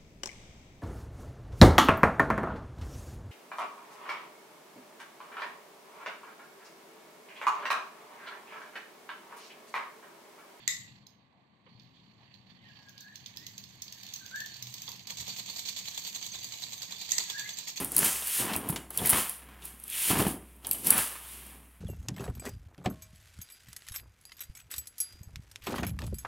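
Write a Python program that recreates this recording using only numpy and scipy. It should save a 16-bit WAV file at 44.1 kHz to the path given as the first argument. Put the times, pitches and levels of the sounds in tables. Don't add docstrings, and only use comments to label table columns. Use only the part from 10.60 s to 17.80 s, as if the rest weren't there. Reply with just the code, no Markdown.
import sys
import numpy as np
from scipy import signal
from scipy.fft import rfft, irfft
from scipy.io import wavfile

SR = 44100
rng = np.random.default_rng(int(sys.argv[2]) if len(sys.argv) > 2 else 0)


def dump(signal):
    limited = np.clip(np.atleast_2d(signal).T, -1, 1)
    pcm = np.round(limited * 32767).astype(np.int16)
    wavfile.write(sys.argv[1], SR, pcm)


N = 317520
TIME = np.arange(N) / SR

# (time [s], tap level [dB], scrape level [dB])
TAPS = [(4.4703, -29.5, -45.5), (4.5704, -32, -42.5), (4.667, -33, -45), (4.762, -32, -46),
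        (4.859, -33, -45), (4.959, -30.5, -42.5), (5.053, -38, -41), (5.163, -27.5, -46), (5.253, -33, -45),
        (5.3441, -32, -47), (5.449, -31, -42), (5.5455, -31, -44.5), (5.6255, -28.5, -48),
        (5.736, -38, -45.5), (5.8282, -34, -48), (5.921, -30, -46.5), (6.02, -27.5, -45),
        (6.1204, -31, -48.5), (6.217, -36, -47), (6.3075, -29.5, -48), (6.4112, -32, -44.5),
        (6.4893, -27, -43.5), (6.594, -24, -47), (6.6855, -33, -46), (6.7795, -35, -45), (6.876, -34, -50),
        (6.97, -32, -46), (7.0712, -38, -42.5), (7.1589, -35, -44)]
# (time [s], knock level [dB], ring pitch [Hz], treble [dB], rattle level [dB])
KNOCKS = [(4.5055, -34, 4160, 12, -41.5), (4.607, -31, 4030, 8, -39.5), (4.7003, -26.5, 4340, -3.5, -40),
          (4.795, -25, 4370, 0, -47), (4.898, -25, 4400, 0, -44), (4.9916, -27, 4010, 5.5, -46),
          (5.0921, -28, 4150, 5.5, -43), (5.1882, -27.5, 4700, 5, -50), (5.2831, -27, 4200, 4, -49.5),
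          (5.376, -22.5, 3590, 2.5, -42), (5.4747, -30, 4300, 5, -41), (5.5582, -26, 3540, 2, -53),
          (5.6635, -31.5, 3820, 11, -49), (5.7535, -28.5, 3660, 0.5, -48), (5.8428, -29, 4540, 6, -45),
          (5.9379, -31, 3860, -3, -41), (6.0364, -26, 3900, -2, -53), (6.1303, -27.5, 4020, 3.5, -57),
          (6.2295, -26.5, 3930, 0, -46.5), (6.3213, -25, 4100, -0.5, -51), (6.4185, -28, 4070, 2, -42.5),
          (6.5077, -29.5, 4730, 11, -38), (6.6023, -23.5, 4330, -6, -35), (6.6986, -23, 3420, 1.5, -37),
          (6.794, -28.5, 3490, 6, -36), (6.89, -27, 3440, 3, -40), (6.985, -29, 4100, 7, -36.5),
          (7.0815, -30.5, 4160, 9, -40), (7.1768, -28, 4080, 1, -43)]
# (time [s], level [dB])
RUSTLE = [(0.0, -69), (0.36, -78.5), (0.52, -100.5), (1.06, -94.5), (1.36, -82), (1.98, -82), (2.81, -61),
          (3.27, -62.5), (3.43, -55.5), (4.05, -53), (4.32, -52), (4.45, -59.5), (4.69, -49.5), (5.52, -47),
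          (6.24, -48), (6.6, -45.5), (7.2, -54)]
# (frequency [Hz], left [dB], right [dB])
CAM_COLOUR = [(352, -25.5, -26.5), (567, -22, -27.5), (707, -17.5, -21), (932, -16.5, -15),
              (1350, -35.5, -31.5), (1630, -20.5, -18.5), (2420, -9.5, -10), (2615, -14, -13),
              (3800, -13.5, -1.5), (4747, -16, 0.5), (4640, -13, -10), (5960, -25, -7.5), (6376, -3, 1),
              (8350, -11.5, -22.5), (11740, -17.5, -16), (15300, -9.5, -15)]
# (frequency [Hz], level [dB], t60 [s])
BED_MODES = [(3460, -12, 0.035), (3623, -3, 0.048), (4030, -7.5, 0.035), (4370, -11.5, 0.13),
             (4680, -9, 0.045), (5370, -9.5, 0.02), (6097, -7, 0.057), (7380, -4, 0.025)]
# (time [s], level [dB], treble [dB], top octave [dB], left-right [dB],
# ring [dB], chatter [s])
LATCHES = [(0.0769, -14.5, -1, -2.5, 1, -19.5, 0.0013), (6.5173, -25.5, 6.5, 6, -27, -16, 0.0036),
           (6.5805, -21, 3, -1, -7.5, -21.5, 0.0049)]
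# (frequency [Hz], left [dB], right [dB])
LATCH_COLOUR = [(350, -22.5, -27), (702, -31, -29), (1180, -24, -14.5), (1650, -15, -20), (1950, 1.5, -13),
                (2440, -13, -16.5), (3160, -18.5, -11), (4003, -13.5, -0.5), (5300, -22, -3.5),
                (5740, -11, -11.5), (6250, -2.5, 2), (7700, 2.5, -8.5), (8160, -17.5, -8),
                (12060, -17.5, -14.5), (14940, -13.5, -17.5)]
# (frequency [Hz], level [dB], t60 [s])
SHELL_MODES = [(1885, 3, .5), (1965, 8, .6), (2040, -2, .4), (3850, -9, .35), (4480, -4, .35),
               (6255, -6, .28), (6880, -8, .4), (7165, -7, .4), (7580, 4, .22)]
# (time [s], level [dB], hardness as top octave [dB])
TICKS = [(0.4666, -45.5, -5), (1.196, -46, -19.5), (1.7394, -44.5, -26), (2.0867, -51.5, -13),
         (2.133, -57, -14), (2.1889, -48, -20), (2.2285, -50, -17), (2.2844, -47, -16),
         (2.2916, -49.5, 4.5), (2.378, -40.5, -10), (2.4053, -53.5, 14), (2.5551, -36.5, -4),
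         (2.6596, -33, -10), (2.761, -43.5, -9), (2.77, -34, -3), (2.8653, -32.5, -3), (2.9784, -35.5, 0),
         (3.0376, -38.5, -8), (3.2192, -35, 4), (3.2794, -35, -16), (3.3232, -37.5, 1.5), (3.432, -37, 0),
         (3.4647, -38, -5), (3.5366, -34, 4), (3.5592, -37.5, 1), (3.6606, -37.5, -1), (3.7586, -34, 0.5),
         (3.802, -31, -4), (3.8593, -34, -2), (3.941, -37, -9), (3.966, -41, -1.5), (4.0239, -33, 0.5),
         (4.0687, -36.5, -1.5), (4.139, -32, -0.5), (4.218, -36, 2.5), (4.277, -28.5, -21),
         (4.2895, -40.5, 6), (4.3155, -33, -4), (4.3928, -36, -15), (5.067, -40, 1), (5.081, -42, -1),
         (6.105, -38.5, -5), (7.100, -34.5, -2.5)]
# (frequency [Hz], left [dB], right [dB])
TICK_COLOUR = [(500, -46, -32), (1380, -40, -51), (2120, -16, -33), (3360, -16.5, -11.5),
               (4550, -29.5, -7.5), (6190, -14.5, -13.5), (6270, -7, 0), (7670, -22, -50),
               (12000, -20, -21), (13800, -5.5, -14), (15400, -20, -7)]
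# (time [s], pitch [Hz], level [dB])
SQUEAKS = [
    [(1.93, 1853, -75.5), (2.025, 2055, -68.5), (2.05, 1980, -62), (2.08, 1800, -66), (2.105, 1660, -59),
     (2.145, 1800, -69), (2.2, 1635, -60.5), (2.245, 1600, -70), (2.28, 1635, -58), (2.33, 1603, -73),
     (2.44, 1670, -59.5), (2.475, 1702, -52), (2.55, 1816, -62.5), (2.58, 1810, -78)],
    [(2.765, 1720, -74), (2.78, 1760, -61), (2.85, 1970, -62.5), (2.93, 2110, -66)],
    [(3.15, 1850, -76), (3.28, 1760, -73), (3.48, 1700, -73)],
    [(3.603, 1580, -71), (3.614, 1560, -48.5), (3.629, 1535, -54), (3.639, 1567, -74), (3.652, 1582, -53),
     (3.68, 1560, -74)],
    [(3.712, 1470, -55), (3.738, 1562, -43.5), (3.748, 1595, -36.5), (3.765, 1703, -38.5),
     (3.79, 1760, -43), (3.82, 1772, -39.5), (3.835, 1815, -53), (3.885, 1750, -62)],
    [(6.66, 1740, -65), (6.732, 1620, -59), (6.748, 1628, -41.5), (6.772, 1757, -40), (6.795, 1680, -37.5),
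     (6.845, 1670, -52), (6.855, 1680, -64)],
    [(6.825, 1850, -57), (6.86, 2080, -42), (6.885, 2200, -56)],
]
# (level [dB], waver [share of pitch])
SQUEAK_WAVER = [(-66, .055), (-58, .036), (-49, .018)]
# (time [s], pitch [Hz], level [dB], length [s])
SINGING = [(0.466, 4020, -46.5, 0.006), (2.37, 4340, -59.5, 0.16), (3.536, 6470, -39, 0.016),
           (3.556, 4300, -58, 0.1), (3.74, 4370, -54.5, 0.33), (4.683, 4330, -49, 0.14),
           (4.838, 4344, -50, 0.24), (5.08, 4360, -55, 0.26), (5.398, 4324, -51.5, 0.13),
           (5.625, 6140, -37.5, 0.018), (5.718, 6300, -36.5, 0.013), (5.808, 6250, -39, 0.013),
           (6.175, 6250, -46, 0.024), (6.933, 6200, -41, 0.014)]
# (time [s], level [dB])
CASING_KNOCKS = [(1.063, -61), (4.279, -52.5), (4.325, -59), (4.506, -57.5), (4.607, -66.5), (6.321, -60),
                 (6.582, -52), (6.602, -56)]
# (frequency [Hz], left [dB], right [dB])
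CASING_COLOUR = [(60, -15, -26), (250, -17, -16.5), (526, 0.5, 5.5), (610, -13, -17), (870, 2, 4),
                 (1170, 6, 4.5), (1430, -26, -5.5), (3100, -8, 2), (8000, -42, -56)]
# (time [s], level [dB])
RAIL_HISS = [(0.0, -61.5), (0.33, -65), (0.57, -92), (1.07, -80), (1.25, -76), (1.68, -66.5), (2.95, -64),
             (3.2, -62.5), (3.6, -60.5)]
# (frequency [Hz], left [dB], right [dB])
RAIL_COLOUR = [(385, -12, -15.5), (566.4, -18.5, -19), (709, -9, -11.5), (1100, -8, -10.5),
               (1370, -16, -17.5), (1770, -5, -6), (3140, -18.5, 0), (4110, -23.5, -1), (4496, -11, 6),
               (4820, -38.5, -9.5), (6520, -26, -21), (8100, -38.5, -35), (13930, -44, -29)]
# (time [s], length [s], centre [Hz], level [dB])
RUBS = [(0.722, 0.13, 776, -71), (1.343, 0.13, 3500, -66), (1.586, 0.12, 860, -69),
        (2.178, 0.18, 790, -70.5), (2.387, 0.075, 4260, -55), (2.737, 0.19, 286, -64.5)]
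# (time [s], level [dB])
LOAD = [(0, -62), (1.2, -61.5), (1.9, -62.5), (2.4, -64.5), (3.0, -59), (3.6, -63), (4.6, -59), (5.4, -64),
        (6.2, -61), (7.2, -65.5)]
# (frequency [Hz], level against rumble [dB])
HUM = [(121, -14.5), (200, -10)]
# (frequency [Hz], left [dB], right [dB])
RUMBLE_COLOUR = [(25, -22.5, -23), (50, -24.5, -27), (79.6, -4.5, -16), (98, -1.5, -6), (123.3, 4, -1.5),
                 (151, -4, -9), (196.8, 0.5, -2.5), (258.5, -10.5, -14.5), (350, -21.5, -21),
                 (507.6, -31.5, -30), (1503, -54.5, -58)]
# (time [s], level [dB], pitch [Hz], length [s])
THUDS = [(3.980, -49, 124, 0.18), (4.578, -52, 77.6, 0.07), (4.587, -51, 125, 0.062),
         (5.730, -61, 72, 0.07)]
# (frequency [Hz], left [dB], right [dB])
ROOM_COLOUR = [(24.8, -39.5, -33.5), (61, -16.5, -21), (118, -1, -9.5), (236, -1.5, -5.5),
               (418, -15.5, -13.5), (1153, -9, -14.5), (1300, -27.5, -21.5), (2100, -20.5, -14),
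               (2780, -36, -18.5), (4560, -42.5, -21), (5000, -43, -49.5), (7700, -42, -43.5),
               (14000, -55, -63)]
# (frequency [Hz], gain [dB])
MICROPHONE = [(8400, 0), (8600, -5.5), (8900, -33), (9450, -30.5), (10100, -21), (11200, -43.5), (11600, 3),
              (15500, -5.5), (15900, -28.5)]

TAP_DB = -8.0
KNOCK_RING_DB, KNOCK_RING_T60_S = -3, 0.035
BOUNCE_S, BOUNCE_LOSS_DB = 0.005, 8.5
THUMP_DB = -36.5
SWELL_DB, SWELL_PERIOD_S, SWELL_PEAK_S = 1, 0.934, 1.973
REST_FROM_S, REST_UNTIL_S, REST_DROP_DB = 0.39, 1.017, 14.5
COAST_S, RESTART_S = 0.32, 0.098
ROOM_T60_S = 0.27
CUTOFF_HZ = 16400


def from_db(db):
    return 10 ** (np.asarray(db) / 20)


def rms_one(x):
    return x / np.sqrt(np.mean(x ** 2) + 1e-20)


def in_time(rows):
    s, *columns = np.transpose(rows)
    return [np.interp(TIME, s, c) for c in columns]


def convolve(x, response):
    return signal.oaconvolve(np.atleast_2d(x), np.atleast_2d(response), axes=1)[:, :N]


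def unit_energy(response):
    return response / np.sqrt(np.mean(np.sum(response ** 2, axis=-1)))


def response_of(table, size=8192):
    hz, *columns = np.transpose(table)
    log_hz = np.log(np.maximum(np.fft.rfftfreq(size, 1 / SR), 1))
    gains_db = [np.interp(log_hz, np.log(hz), c) for c in columns]
    cepstrum = irfft(np.log(from_db(gains_db)))
    cepstrum[:, 1:size // 2] *= 2
    cepstrum[:, size // 2 + 1:] = 0
    return irfft(np.exp(rfft(cepstrum)))


def colour(x, table):
    return convolve(x, unit_energy(response_of(table)))


def drift(turns_per_s):
    knots = rng.standard_normal(int(N / SR * turns_per_s) + 2)
    return rms_one(np.interp(TIME * turns_per_s, np.arange(len(knots)), knots))


def stereo_noise(alike_below_hz):
    shared, left, right = rng.standard_normal((3, N))
    split_hz = min(alike_below_hz, SR / 3)
    low = signal.butter(1, split_hz, "low", fs=SR)
    high = signal.butter(1, split_hz, "high", fs=SR)
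    return signal.lfilter(*low, shared) + signal.lfilter(*high, np.array([left, right]))


def unsteady_sine(hz, waver, wavers_per_s):
    place = TIME[:len(hz)] * wavers_per_s
    knots = rng.standard_normal(size=4000)
    wavering_hz = hz * (1 + waver * np.interp(place, np.arange(len(knots)), knots))
    return np.sin(2 * np.pi * np.cumsum(wavering_hz) / SR)


def contacts(rows, hold_s, decay_s, attack_s=0.0013):
    out, age_s = np.zeros((2, N)), TIME[:SR // 16]
    shape = np.minimum(age_s / attack_s, 1) * np.exp(-np.maximum(age_s - hold_s, 0) / decay_s)
    hz = np.fft.rfftfreq(len(age_s), 1 / SR)
    alike = 1 / (1 + (hz / 1900) ** 2)
    for s, db, treble_db, top_db, pan_db in rows:
        shared, *own = rfft(rng.standard_normal((3, len(age_s))))
        hardness_db = np.interp(hz, [4800, 6000, 9000, 11500], [0, treble_db, treble_db, top_db])
        mixed = np.sqrt(alike) * shared + np.sqrt(1 - alike) * np.array(own)
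        chatter = irfft(from_db(hardness_db) * mixed, len(age_s))
        sides = rms_one(from_db([[pan_db], [0]]))
        at = min(int(s * SR), N)
        out[:, at:at + len(age_s)] += (from_db(db) * sides * shape * chatter)[:, :N - at]
    return out


def ringing(x, modes):
    age_s = TIME[:SR // 2]
    response = np.zeros((2, len(age_s)))
    for hz, db, t60_s in modes:
        fade = from_db(db - 60 * age_s / t60_s)
        response += fade * np.sin(2 * np.pi * (hz * age_s + rng.random((2, 1))))
    return convolve(x, unit_energy(response))


def diffuse(x, t60_s):
    age_s = TIME[:SR]
    tail = rng.standard_normal((2, SR)) * from_db(-60 * age_s / t60_s) * (age_s > .003)
    return convolve(x, unit_energy(tail))


def friction(grain_db, grains_per_s):
    return rms_one(stereo_noise(alike_below_hz=1400) * from_db(grain_db * drift(grains_per_s)))


def grit(catches_per_s, spread_db):
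    caught = rng.random(N) < catches_per_s / SR
    size = from_db(spread_db * np.minimum(rng.exponential(1, N), 3))
    return rms_one(caught * size * rng.standard_normal((2, N)))


def shifting(x, top_hz, patchy_db, turns_per_s, count=14):
    hz, spectrum, out = np.fft.rfftfreq(N, 1 / SR), rfft(x), 0
    place = np.minimum(hz / top_hz, 1) * (count - 1)
    for k in range(count):
        band = irfft(spectrum * np.maximum(1 - np.abs(place - k), 0), N)
        out = out + band * from_db(patchy_db * drift(turns_per_s))
    return rms_one(out)


def cam_strokes(rustle_db, swell_db=7.5, release_s=0.029, knock_db=-9.0):
    pressure = np.zeros(N)
    for (start_s, _, scrape_db), (end_s, *_, rattle_db) in zip(TAPS, KNOCKS):
        span = slice(int(start_s * SR), int(end_s * SR) + SR // 8)
        t = TIME[span]
        climb = np.minimum((t - start_s) / (end_s - start_s), 1)
        scrape = from_db(scrape_db + swell_db * climb)
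        rattle = from_db(rattle_db) * np.exp((end_s - t) / release_s)
        pressure[span] += np.where(t < end_s, scrape, rattle)
    scrapes = pressure * from_db(-0.5) * scraping(catches_per_s=1800)

    tap_rows = [(s, db + TAP_DB, 1.0, 0.5, -1.0) for s, db, _ in TAPS]
    taps = contacts(tap_rows, hold_s=0.0011, decay_s=0.0054)

    knock_rows = []
    for s, db, _, treble_db, _ in KNOCKS:
        bounce_s = BOUNCE_S * rng.uniform(.7, 1.5)
        for delay_s, loss_db in ((0, 0), (bounce_s, BOUNCE_LOSS_DB)):
            knock_rows.append((s + delay_s, db + knock_db - loss_db, treble_db, treble_db, 1.5))
    knocks = contacts(knock_rows, hold_s=0.0025, decay_s=0.0033)

    rustle = from_db(rustle_db) * (from_db(0.5) * scraping(catches_per_s=2200) + loose_latches())
    force = scrapes + taps + knocks + rustle
    direct = colour(force, CAM_COLOUR)
    rings = from_db([[-13], [-6]]) * needle_modes(force, variety_db=3.0)
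    return direct + from_db(-4.5) * diffuse(direct, ROOM_T60_S) + rings + knock_rings()


def scraping(catches_per_s):
    fine = from_db(-3) * friction(grain_db=1.5, grains_per_s=600)
    clumps = from_db(2.8 * drift(200))
    rubbing = (fine + grit(catches_per_s, spread_db=1.5)) * clumps
    return shifting(rubbing, top_hz=8500, patchy_db=3.0, turns_per_s=90)


def loose_latches(clicks_per_s=110, decay_s=0.0011, spread_db=2.5):
    flaps = (rng.random(N) < clicks_per_s / SR) * from_db(spread_db * rng.uniform(-1, 1, N))
    envelope = convolve(flaps, np.exp(-TIME[:SR // 50] / decay_s))
    return from_db(-4) * rms_one(envelope * stereo_noise(alike_below_hz=1500))


def needle_modes(force, variety_db):
    out = np.zeros((2, N))
    for hz, db, t60_s in BED_MODES:
        r, w = from_db(-60 / (t60_s * SR)), 2 * np.pi * hz / SR
        feed = [np.sin(w) * np.sqrt(1 - r * r)]
        driven = force * from_db(db + variety_db * drift(14))
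        out += signal.lfilter(feed, [1, -2 * r * np.cos(w), r * r], driven)
    return out


def knock_rings():
    out, age_s = np.zeros((2, N)), TIME[:SR // 10]
    attack = np.minimum(age_s / 0.0013, 1)
    for s, db, hz, *_ in KNOCKS:
        at = int(s * SR)
        fade = attack * from_db(db + KNOCK_RING_DB - 60 * age_s / KNOCK_RING_T60_S)
        ring = fade * np.sin(2 * np.pi * (hz * age_s + rng.random((2, 1))))
        out[:, at:at + len(age_s)] += ring[:, :N - at]
    return from_db([[-7], [0]]) * out


def latches():
    snap, shake_rows = np.zeros((2, N)), []
    for s, db, treble_db, top_db, pan_db, ring_db, chatter_s in LATCHES:
        row = (s, db, treble_db, top_db, pan_db)
        snap += contacts([row], hold_s=chatter_s, decay_s=0.002, attack_s=chatter_s / 3)
        shake_rows.append((s, db + ring_db, treble_db, top_db, 0))
    shake = contacts(shake_rows, hold_s=0.0018, decay_s=0.0045)
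    shimmer = colour(from_db(14.5) * diffuse(shake, t60_s=0.38), LATCH_COLOUR)
    return colour(snap, LATCH_COLOUR) + shimmer + from_db(-5.5) * ringing(shake, SHELL_MODES)


def needle_ticks(treble_db=3.0, treble_share=0.8, top_db=-1.5, pan_db_per_s=1.5, centred_s=5.4,
                 rattle_db=-15.0, rattle_s=0.063, count=2):
    rows, rattles = [], []
    for s, db, hard_db in TICKS:
        pan_db = pan_db_per_s * (s - centred_s)
        rows.append((s, db, treble_db + treble_share * hard_db, top_db + hard_db, pan_db))
        for place in rng.uniform(.1, 1, count):
            rattles.append((s + rattle_s * place, db + rattle_db, 0, -4, 0))
    hits = contacts(rows, hold_s=0.0028, decay_s=0.0015)
    taps = from_db(2.5) * (hits + contacts(rattles, hold_s=0.0015, decay_s=0.001))
    direct = colour(taps, TICK_COLOUR)
    return direct + from_db(-3.5) * diffuse(direct, ROOM_T60_S) + from_db(-17) * ringing(taps, BED_MODES)


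def squeaks(flutter_db=2.3, scratch_db=0.96, right_lag_s=0.00011):
    tone = np.zeros(N)
    for glide in SQUEAKS:
        s, hz, db = np.transpose(glide)
        span = slice(int(s[0] * SR), int(s[-1] * SR))
        hz, db = np.interp(TIME[span], s, hz), np.interp(TIME[span], s, db)
        waver = np.interp(db, *np.transpose(SQUEAK_WAVER))
        tone[span] += from_db(db) * unsteady_sine(hz, waver, wavers_per_s=320)
    tone = tone * from_db(flutter_db * drift(110) + scratch_db * drift(700))
    direct = np.array([tone, np.interp(TIME - right_lag_s, TIME, tone)])
    return direct + from_db(-1.5) * diffuse(tone, t60_s=.42)


def singing():
    out = np.zeros(N)
    for s, hz, db, length_s in SINGING:
        at, phase = int(s * SR), np.linspace(0, 1, int(length_s * SR))
        swell = np.sin(np.pi * np.sqrt(phase))
        ring = unsteady_sine(np.full(len(phase), hz), waver=0.004, wavers_per_s=500)
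        out[at:at + len(phase)] += (from_db(db) * swell * ring)[:N - at]
    out = out * from_db(2 * drift(45) - 1)
    return from_db([[-3], [4]]) * (out + from_db(-12) * diffuse(out, t60_s=0.4))


def casing():
    jolts = [*CASING_KNOCKS, *((s, db + THUMP_DB) for s, db, *_ in KNOCKS)]
    blows = contacts([(s, db, -10, -10, 0) for s, db in jolts], hold_s=0.0024, decay_s=0.023)
    return from_db(4.5) * colour(blows, CASING_COLOUR)


def rail(hiss_db, gain_db=3.5, uneven_db=1.0):
    rubbing = friction(grain_db=2.5, grains_per_s=140)
    sliding = shifting(rubbing, top_hz=5000, patchy_db=2.3, turns_per_s=13)
    return from_db(hiss_db + gain_db + uneven_db * drift(16)) * colour(sliding, RAIL_COLOUR)


def rubs(width_octaves=0.55):
    out, grains = np.zeros((2, N)), friction(grain_db=1.5, grains_per_s=100)
    half = 2 ** (width_octaves / 2)
    for s, length_s, hz, db in RUBS:
        at, phase = int(s * SR), np.linspace(0, 1, int(length_s * SR))
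        span = slice(at, at + len(phase))
        bandpass = signal.butter(2, [hz / half, hz * half], "band", fs=SR, output="sos")
        band = signal.sosfilt(bandpass, grains[:, span])
        out[:, span] += from_db(db) * np.sin(np.pi * np.sqrt(phase)) * rms_one(band)
    return from_db([[-3], [1.5]]) * out


def drive(rumble_db):
    hum = np.zeros(N)
    for hz, db in HUM:
        tone = unsteady_sine(np.full(N, float(hz)), waver=.025, wavers_per_s=27)
        hum += from_db(db + 3 * drift(5.6)) * tone
    rumble = colour(stereo_noise(alike_below_hz=700), RUMBLE_COLOUR)
    out = from_db(rumble_db) * (rumble + from_db([[1.5], [-2.5]]) * hum)
    for s, db, hz, length_s in THUDS:
        swell = np.sin(np.pi * np.clip((TIME - s) / length_s, 0, 1))
        out = out + from_db(db) * swell * np.sin(2 * np.pi * hz * TIME)
    return out


def drive_level(start_up_db=2.0, start_up_s=0.3, wander_db=1.25):
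    coasting = (TIME - REST_FROM_S) / COAST_S
    restarting = (TIME - REST_UNTIL_S) / RESTART_S
    resting = np.clip(np.minimum(coasting, 1 - restarting), 0, 1)
    swell_db = SWELL_DB * np.cos(2 * np.pi * (TIME - SWELL_PEAK_S) / SWELL_PERIOD_S)
    swell_db = swell_db + wander_db * drift(9)
    from_rest_s = np.maximum(np.maximum(REST_FROM_S - TIME, TIME - REST_UNTIL_S), 0)
    effort_db = start_up_db * np.exp(-(from_rest_s / start_up_s) ** 2)
    load_db, = in_time(LOAD)
    return load_db + (1 - resting) * (swell_db + effort_db) - resting * REST_DROP_DB


def room_tone():
    return from_db(-66.5) * colour(stereo_noise(alike_below_hz=430), ROOM_COLOUR)


def scene():
    (hiss_db,), (rustle_db,), rumble_db = in_time(RAIL_HISS), in_time(RUSTLE), drive_level()
    hiss_db = np.maximum(hiss_db, rumble_db - 8.0)
    steel = cam_strokes(rustle_db - 1.0) + latches() + needle_ticks() + rail(hiss_db) + rubs()
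    highpass = signal.butter(2, 230, "high", fs=SR, output="sos")
    steel = signal.sosfilt(highpass, steel)
    return steel + squeaks() + singing() + casing() + drive(rumble_db) + room_tone()


def record(dry):
    heard = convolve(dry, response_of(MICROPHONE))
    lowpass = signal.cheby2(16, 70, CUTOFF_HZ + 500, fs=SR, output="sos")
    return signal.sosfilt(lowpass, heard)


dry = scene()
out = record(dry)
dump(out)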